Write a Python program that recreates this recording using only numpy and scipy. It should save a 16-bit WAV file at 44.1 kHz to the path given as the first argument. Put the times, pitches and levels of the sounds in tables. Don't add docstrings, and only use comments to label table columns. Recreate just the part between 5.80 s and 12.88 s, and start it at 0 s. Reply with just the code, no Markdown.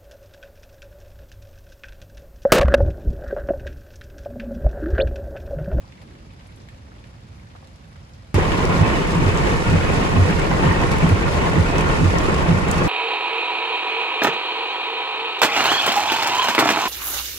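import sys
import numpy as np
from scipy import signal
from scipy.fft import rfft, irfft
from scipy.io import wavfile
from scipy.ndimage import uniform_filter1d, minimum_filter1d

SR = 44100
rng = np.random.default_rng(int(sys.argv[2]) if len(sys.argv) > 2 else 0)


def store_wav(level_fs):
    pcm = np.round(np.clip(np.atleast_2d(level_fs), -1, 1) * 32767)
    wavfile.write(sys.argv[1], SR, pcm.T.astype(np.int16))


N = 312165
TIME, BINS = np.arange(N) / SR, np.fft.rfftfreq(N, 1 / SR)
INSIDE_S = 2.5436


def amp(db):
    return 10 ** (np.asarray(db) / 20)


def unit(x):
    return x / np.sqrt(np.mean(x ** 2) + 1e-20)


def per_bin(points):
    hz, value = np.transpose(points)
    return np.interp(np.log(BINS + 1), np.log(hz + 1), value)


def course(points):
    value = np.interp(TIME, *np.transpose(points))
    return value - value[TIME > INSIDE_S].mean()


def below(corner_hz, order):
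    return -10 * np.log10(1 + (BINS / corner_hz) ** (2 * order))


def above(corner_hz, order):
    return -10 * np.log10(1 + (corner_hz / (BINS + 1)) ** (2 * order))


def lifts(modes, bins):
    return sum(db / (1 + (2 * (bins - hz) / width) ** 2) for hz, width, db in modes)


def colour(x, db):
    return unit(irfft(rfft(x) * amp(db), N))


def causal(gain):
    log_gain = np.log(np.concatenate([gain, gain[-2:0:-1]]))
    return np.exp(np.conj(signal.hilbert(log_gain)))[:len(gain)]


def add(mix, start_s, sound):
    part = mix[..., max(round(start_s * SR), 0):][..., :sound.shape[-1]]
    part += sound[..., :part.shape[-1]]


def noise():
    return unit(rng.standard_normal((2, N)))


def drift(rate_hz):
    return colour(rng.standard_normal(N), below(rate_hz, order=2))


def patter(per_s, spread_db, rise_s, ring_s, tint_db, spots=160, size=2048):
    t, f, out = np.arange(size) / SR, np.fft.rfftfreq(size, 1 / SR), np.zeros((2, N))
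    lands = rng.random(N) < per_s / SR
    spot = rng.integers(0, spots, N)
    weight = amp(spread_db * np.minimum(rng.exponential(1, N), 3)) * rng.choice([-1, 1], N)
    knots_hz = np.geomspace(100, 16000, 18)
    curves = 2 * rng.random((spots, len(knots_hz))) - 1
    tints = np.array([causal(amp(tint_db * np.interp(f, knots_hz, curve))) for curve in curves])
    envelope = unit((1 - np.exp(-t / rise_s)) * amp(-60 * t / ring_s))
    bursts = irfft(rfft(rng.standard_normal((spots, 2, size)) * envelope) * tints[:, None])
    for at in np.flatnonzero(lands):
        add(out, at / SR, weight[at] * bursts[spot[at]])
    return unit(out)


def drops(rows, tail_s, tail_db, top_hz, crack_db, crack_s=0.0014, size=8192):
    t, f, out = np.arange(size) / SR, np.fft.rfftfreq(size, 1 / SR) + 1, np.zeros((2, N))
    roll_off = 1 / np.sqrt(1 + (f / top_hz) ** 10)
    for start_s, db, hz, width, ring_s in rows:
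        envelope = amp(-60 * t / ring_s) + amp(tail_db - 60 * t / tail_s)
        band = 1 / (1 + 1j * (f / hz - hz / f) / width) ** 2
        hit = irfft(rfft(rng.standard_normal((2, size)) * envelope) * band * roll_off)
        crack = rng.standard_normal((2, size)) * amp(crack_db - 60 * t / crack_s)
        add(out, start_s, amp(db) * (hit / abs(hit).max(1, keepdims=True) + crack))
    return out


# frequency in Hz, depth 0 to 1.
SPACING_RIPPLE = [(2000, 0), (3700, 0.09), (5500, 0.2), (7200, 0.42), (9200, 0.55), (11000, 0.86)]


def spaced_pair(x, correlation, ripple_hz=3730):
    ripple = per_bin(SPACING_RIPPLE) * np.cos(2 * np.pi * BINS / ripple_hz)
    alike = np.clip(per_bin(correlation) + ripple, -.98, .98)
    mid, side = irfft(rfft(x) * np.sqrt([(1 + alike) / 2, (1 - alike) / 2]), N)
    return np.array([mid + side, mid - side])


# frequency in Hz, relative density in dB.
GARDEN_SPECTRUM = [(20, -23), (50, 2), (100, 4.5), (200, -7), (400, -19), (800, -19.5), (1500, -23.5),
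                   (2200, -26), (3300, -29), (5200, -31.5), (8000, -40.5), (10500, -42.5), (13000, -55),
                   (15500, -66.5)]
# frequency in Hz, width in Hz, lift in dB.
GARDEN_MODES = [(536, 50, 7), (1280, 42, 1), (2300, 120, 1.5)]
# time in seconds, level in dB.
RUMBLE_LEVEL = [(0, -63), (0.3, -48), (0.5, -51.5), (0.65, -64), (0.8, -47.5), (0.95, -69), (1.1, -51.5),
                (1.35, -57), (2.5, -66)]
# start in seconds, relative peak in dB, centre in Hz, bandwidth over centre,
# ring in seconds.
NEAR_DRIPS = [(0.044, -41, 950, 0.6, .03), (0.1226, -38, 2450, .7, .012), (0.177, -45, 2050, .3, .03),
              (0.215, -40, 2200, 1, 0.014), (0.22, -42, 800, 0.87, .04), (0.221, -51, 10300, .25, .025),
              (0.2853, -48, 2000, .5, .02), (0.352, -41.5, 1950, 0.72, .03), (0.503, -44, 2450, 0.33, .025),
              (0.608, -41, 1900, .9, .03), (0.67, -48, 9500, .4, .04), (0.689, -46, 2290, .3, .05),
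              (0.76, -47, 9000, .8, .016), (0.817, -48, 5700, .35, .012), (0.8865, -35, 2200, 0.69, 0.031),
              (0.888, -47, 6500, 1.0, .012), (1.117, -40, 1450, 0.37, .035), (1.1513, -46, 2260, .5, .015),
              (1.2406, -37.5, 2100, 1, .018), (1.596, -45.5, 2090, .4, .02),
              (1.7494, -39, 1300, 0.24, .035), (1.751, -37, 680, 0.7, .035), (1.826, -40, 780, .6, .03),
              (1.8726, -41.5, 3600, 1.5, .007), (1.9585, -44, 4500, 1.2, .016),
              (2.158, -39, 1300, 1.4, .025), (2.228, -54, 5400, .4, .025), (2.2653, -49, 1500, .9, .015),
              (2.335, -44, 5300, .45, .018)]
# frequency in Hz, left-right correlation from -1 to 1.
GARDEN_CORRELATION = [(50, 0.99), (200, 0.95), (500, 0.19), (800, -0.13), (1400, -0.51), (2200, 0.3),
                      (3000, -0.016)]


def garden():
    air_db = per_bin(GARDEN_SPECTRUM) + lifts(GARDEN_MODES, BINS)
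    wash = amp(-43) * colour(noise(), air_db) * amp(.5 * drift(rate_hz=19))
    rumble_db = np.interp(TIME, *np.transpose(RUMBLE_LEVEL))
    rumble = amp(rumble_db) * colour(noise(), above(144, order=3) + below(300, order=3))
    on_leaves = patter(per_s=260, spread_db=2.5, rise_s=0.0003, ring_s=0.038, tint_db=12.5)
    leaves = amp(-58.5) * colour(on_leaves, air_db + above(760, order=2))
    drips = amp(-1) * drops(NEAR_DRIPS, tail_s=0.19, tail_db=-8, top_hz=11500, crack_db=-19)
    return spaced_pair(wash + rumble + leaves + drips, GARDEN_CORRELATION)


# frequency in Hz, relative density in dB.
BOOM_SPECTRUM = [(10, -43), (25, -4.5), (38, -3), (55, -1), (90, -3.5), (130, -11.5), (200, -17),
                 (500, -26.5), (2000, -81)]


def engine(idle_hz=27.7):
    firing_hz = idle_hz * (1 + 0.0083 * drift(rate_hz=3.3))
    firing = np.sin(2 * np.pi * np.cumsum(firing_hz) / SR)
    boom = colour(noise(), per_bin(BOOM_SPECTRUM))
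    return amp(-22.5) * boom + amp(-29) * np.array([firing, np.zeros(N)])


def pings(per_s, spread_db, low_hz, high_hz, ring_s, size=6000):
    t, out = np.arange(size) / SR, np.zeros((2, N))
    for when, pitch, weight, place in rng.random((round(per_s * N / SR), 4)):
        hz = low_hz * (high_hz / low_hz) ** pitch
        note = np.sin(2 * np.pi * hz * t) * amp(-60 * t / ring_s) * np.sqrt(hz)
        sides = np.array([[np.cos(2 * np.pi * place)], [np.sin(2 * np.pi * place)]])
        add(out, when * N / SR, amp(spread_db * weight ** 3) * sides * note)
    return unit(out)


# frequency in Hz, width in Hz, lift in dB.
PANEL_MODES = [(163, 30, 3.5), (702, 51, 2.5), (907, 70, 5), (1070, 53, 6.5), (1208, 52, 3.5),
               (1417, 40, 6.5), (1830, 65, 4), (2250, 82, 3.5), (2550, 96, 5), (2660, 29, 1.5),
               (2940, 57, 6), (3220, 68, 2)]
# time in seconds, relative strength on a log scale.
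RING_STRENGTH = [(2.62, 0.7), (3.06, 1.5), (3.22, -2.5), (3.48, 0.3), (4.02, -2.5), (4.22, 0.5),
                 (4.4, -1.5), (4.95, 0.5), (5.15, 0), (5.45, 0.2), (5.61, 2.1), (5.9, -2), (6.07, 2),
                 (6.27, -1.3), (6.55, 1), (6.7, -1.5), (7.0, 0.5)]


def panels(x, detune, uneven_db, rate_hz, ring_hz=1040, ring_width_hz=360):
    frames = dict(fs=SR, nperseg=2048, noverlap=1536)
    hz, t, spectra = signal.stft(x, **frames)
    slow = 1 / (1 + (np.fft.rfftfreq(len(t), t[1]) / rate_hz) ** 2)
    wander = unit(irfft(rfft(rng.standard_normal((len(PANEL_MODES), 2, len(t)))) * slow, len(t)))
    modes = [(mode_hz * (1 + detune * bend), width_hz, db + uneven_db * swell)
             for (mode_hz, width_hz, db), (bend, swell) in zip(PANEL_MODES, wander)]
    ring_db = 1.23 * np.interp(t, TIME, course(RING_STRENGTH) - course(POUR_STRENGTH))
    modes.append((ring_hz, ring_width_hz, ring_db))
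    _, rung = signal.istft(spectra * amp(lifts(modes, hz[:, None])), **frames)
    return unit(rung[:, :N])


# frequency in Hz, relative density in dB.
RAIN_SPECTRUM = [(170, -2.5), (240, -9.5), (360, -7.5), (520, -9.5), (750, -15), (1000, -15.5),
                 (1300, -18.5), (1900, -18.5), (2600, -22), (3700, -25.5), (5200, -31), (7200, -37.5),
                 (10500, -43.5), (13500, -61)]
# time in seconds, relative strength on a log scale.
POUR_STRENGTH = [(2.62, 0.7), (2.7, 0), (2.92, -0.4), (3.1, 1), (3.26, 0), (3.38, -1), (3.47, 1.2),
                 (3.6, -0.9), (3.7, 0.2), (4.15, 0.7), (4.3, 0.8), (4.39, -1.5), (4.49, 0.5), (4.64, -0.5),
                 (4.9, 1), (5.35, -0.2), (5.63, 0.9), (5.85, 0), (6.04, 0.5), (6.2, -0.3), (6.55, 0.7),
                 (6.77, -1.5), (7.04, 0.6)]


def downpour():
    flurries_db = 0.65 * drift(rate_hz=11)
    swell_db = 1.4 * course(POUR_STRENGTH) + flurries_db
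    rain_db = per_bin(RAIN_SPECTRUM) + above(126, order=4)
    roof_db = rain_db + below(3110, order=3)
    glass_db = rain_db + above(4950, order=3)
    on_roof = patter(per_s=1200, spread_db=2.5, rise_s=0.00076, ring_s=0.05, tint_db=7)
    on_glass = patter(per_s=750, spread_db=2.5, rise_s=0.00023, ring_s=0.033, tint_db=8)
    ringing = pings(per_s=220, spread_db=5, low_hz=300, high_hz=3300, ring_s=0.08)
    wash = amp(-7) * colour(noise(), roof_db)
    drumming = colour(on_roof, roof_db) + wash + amp(-9) * colour(ringing, roof_db)
    roof = amp(-19.5) * panels(drumming, detune=0.0072, uneven_db=1.5, rate_hz=4.6)
    glass = amp(-41.5) * colour(on_glass, glass_db) + amp(-41) * colour(noise(), glass_db)
    return roof * amp(swell_db) + glass * amp(0.27 * swell_db + 0.99 * drift(rate_hz=10))


# start in seconds, peak in dB, centre in Hz.
ROOF_HITS = [(2.579, -9, 400), (2.718, -17, 2100), (2.846, -11.5, 380), (3.1, -15, 1250), (3.442, -19, 422),
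             (4.1, -11, 314), (4.211, -21, 350), (4.455, -12.5, 380), (4.713, -12, 900), (4.777, -16, 600),
             (5.983, -23, 483), (6.337, -11, 520), (6.483, -12, 436)]


def roof_hits(width=0.86, ring_s=0.04):
    rows = [(*row, width, ring_s) for row in ROOF_HITS]
    return drops(rows, tail_s=0.17, tail_db=-25, top_hz=11500, crack_db=-30)


# start in seconds, relative peak in dB, centre in Hz, bandwidth over centre, ring in seconds.
GLASS_TICKS = [(2.7784, -25, 4000, 0.88, .005), (2.853, -22, 5200, .7, 0.012),
               (3.5745, -23.5, 5000, .7, 0.0054), (3.8999, -23, 4500, 1.0, .005),
               (4.502, -35, 11000, 0.94, .005), (5.0152, -27, 5960, 0.4, .004),
               (5.1175, -27.5, 7000, 1.1, .011), (5.185, -29, 8500, 1.0, .012),
               (5.291, -32, 10500, .4, .006), (5.983, -21, 6300, 0.77, 0.0087),
               (6.0098, -25.5, 6500, 1.2, .014), (6.339, -32, 6000, .8, .005),
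               (6.385, -20, 6200, 0.42, 0.0071), (6.5429, -27, 5000, 0.74, .03),
               (6.6284, -42, 12500, .5, .004), (6.885, -28, 7500, .6, 0.0059),
               (6.9135, -16, 6900, 0.48, 0.0071)]


def windscreen_ticks():
    return amp(3.5) * drops(GLASS_TICKS, tail_s=0.05, tail_db=-19, top_hz=12300, crack_db=-15)


def knocks(rows, hz, shudder, sag_per_s=1.3):
    out = np.zeros((2, N))
    for peak_s, db, length_s in rows:
        t = TIME - peak_s
        envelope = np.cos(np.pi * np.clip(t / length_s, -.5, .5)) ** 2
        cycles = hz * (t - sag_per_s * t ** 2 / 2) + rng.random()
        out += amp(db) * envelope * np.sin(2 * np.pi * cycles)
    return out * (1 + shudder * np.array([drift(rate_hz=110), drift(rate_hz=140)]))


# thump peak in seconds, relative thump level in dB,
# thump length in seconds, relative flip level in dB, flip length in seconds, flip lead in seconds.
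WIPER_TURNS = [(2.567, -12, 0.17, -37, .07, 0.019), (3.025, -7.5, 0.065, -10.5, 0.079, 0.013),
               (3.481, -13, 0.13, -11, 0.1, 0.09), (3.955, -14, 0.21, -8, 0.066, 0.011),
               (4.41, -8, 0.16, -12.5, 0.13, 0.042), (4.9, -12.5, 0.086, -11.5, 0.053, 0.03),
               (5.332, -6.5, 0.061, -8.5, 0.051, .088), (5.806, -6, 0.05, -10, 0.061, 0.019),
               (6.267, -10.5, 0.13, -12.5, 0.13, 0.048), (6.758, -15.5, 0.15, -9, 0.097, 0.036)]


def wipers():
    stops = [(s, db, length_s) for s, db, length_s, _, _, _ in WIPER_TURNS]
    flips = [(s - lead_s, db, length_s) for s, _, _, db, length_s, lead_s in WIPER_TURNS]
    arms = amp(-0.7) * knocks(stops, hz=93.2, shudder=0.11)
    blades = amp(-3.5) * knocks(flips, hz=165.7, shudder=0.66)
    return arms + blades


def linkage(length_s=0.068, lead_s=0.033):
    load = sum(np.exp(-((TIME - s + lead_s) / length_s) ** 2) for s, *_ in WIPER_TURNS)
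    return amp(-22.5) * load * colour(noise(), above(92, order=3) + below(203, order=3))


# frequency in Hz, left-right correlation from -1 to 1.
CABIN_CORRELATION = [(30, -0.24), (170, 0.83), (430, 0.52), (680, -0.32), (1000, 0.19), (1400, -0.17),
                     (2700, -0.25), (3600, -0.016)]


def cabin():
    thumps = wipers()
    diffuse = linkage() + downpour() + roof_hits() + windscreen_ticks() + engine()
    return spaced_pair(diffuse, CABIN_CORRELATION) + thumps


def scene():
    since_s = np.maximum(TIME - INSIDE_S, 0)
    click = amp(-8.5) * np.exp(-since_s / 0.0016)
    return np.where(since_s > 0, cabin() + click, garden())


# frequency in Hz, left minus right in dB.
PAIR_BALANCE = [(60, -1.5), (110, -3), (200, -2), (380, 0.5), (700, 2), (1290, -1), (2380, -1.5),
                (4400, 2.5), (8120, -0.5), (15000, -0.5)]


def record(dry, ceiling=.9, top_hz=15500):
    tinted = irfft(rfft(dry) * amp(per_bin(PAIR_BALANCE) * np.array([[.5], [-.5]])), N)
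    allowed = ceiling / np.maximum(abs(tinted).max(0), ceiling)
    limited = tinted * uniform_filter1d(minimum_filter1d(allowed, size=301), size=301)
    low_pass = signal.firwin(511, top_hz, window=("kaiser", 9), fs=SR)
    return signal.oaconvolve(limited, low_pass[None], "same")


dry = scene()
out = record(dry)
store_wav(out)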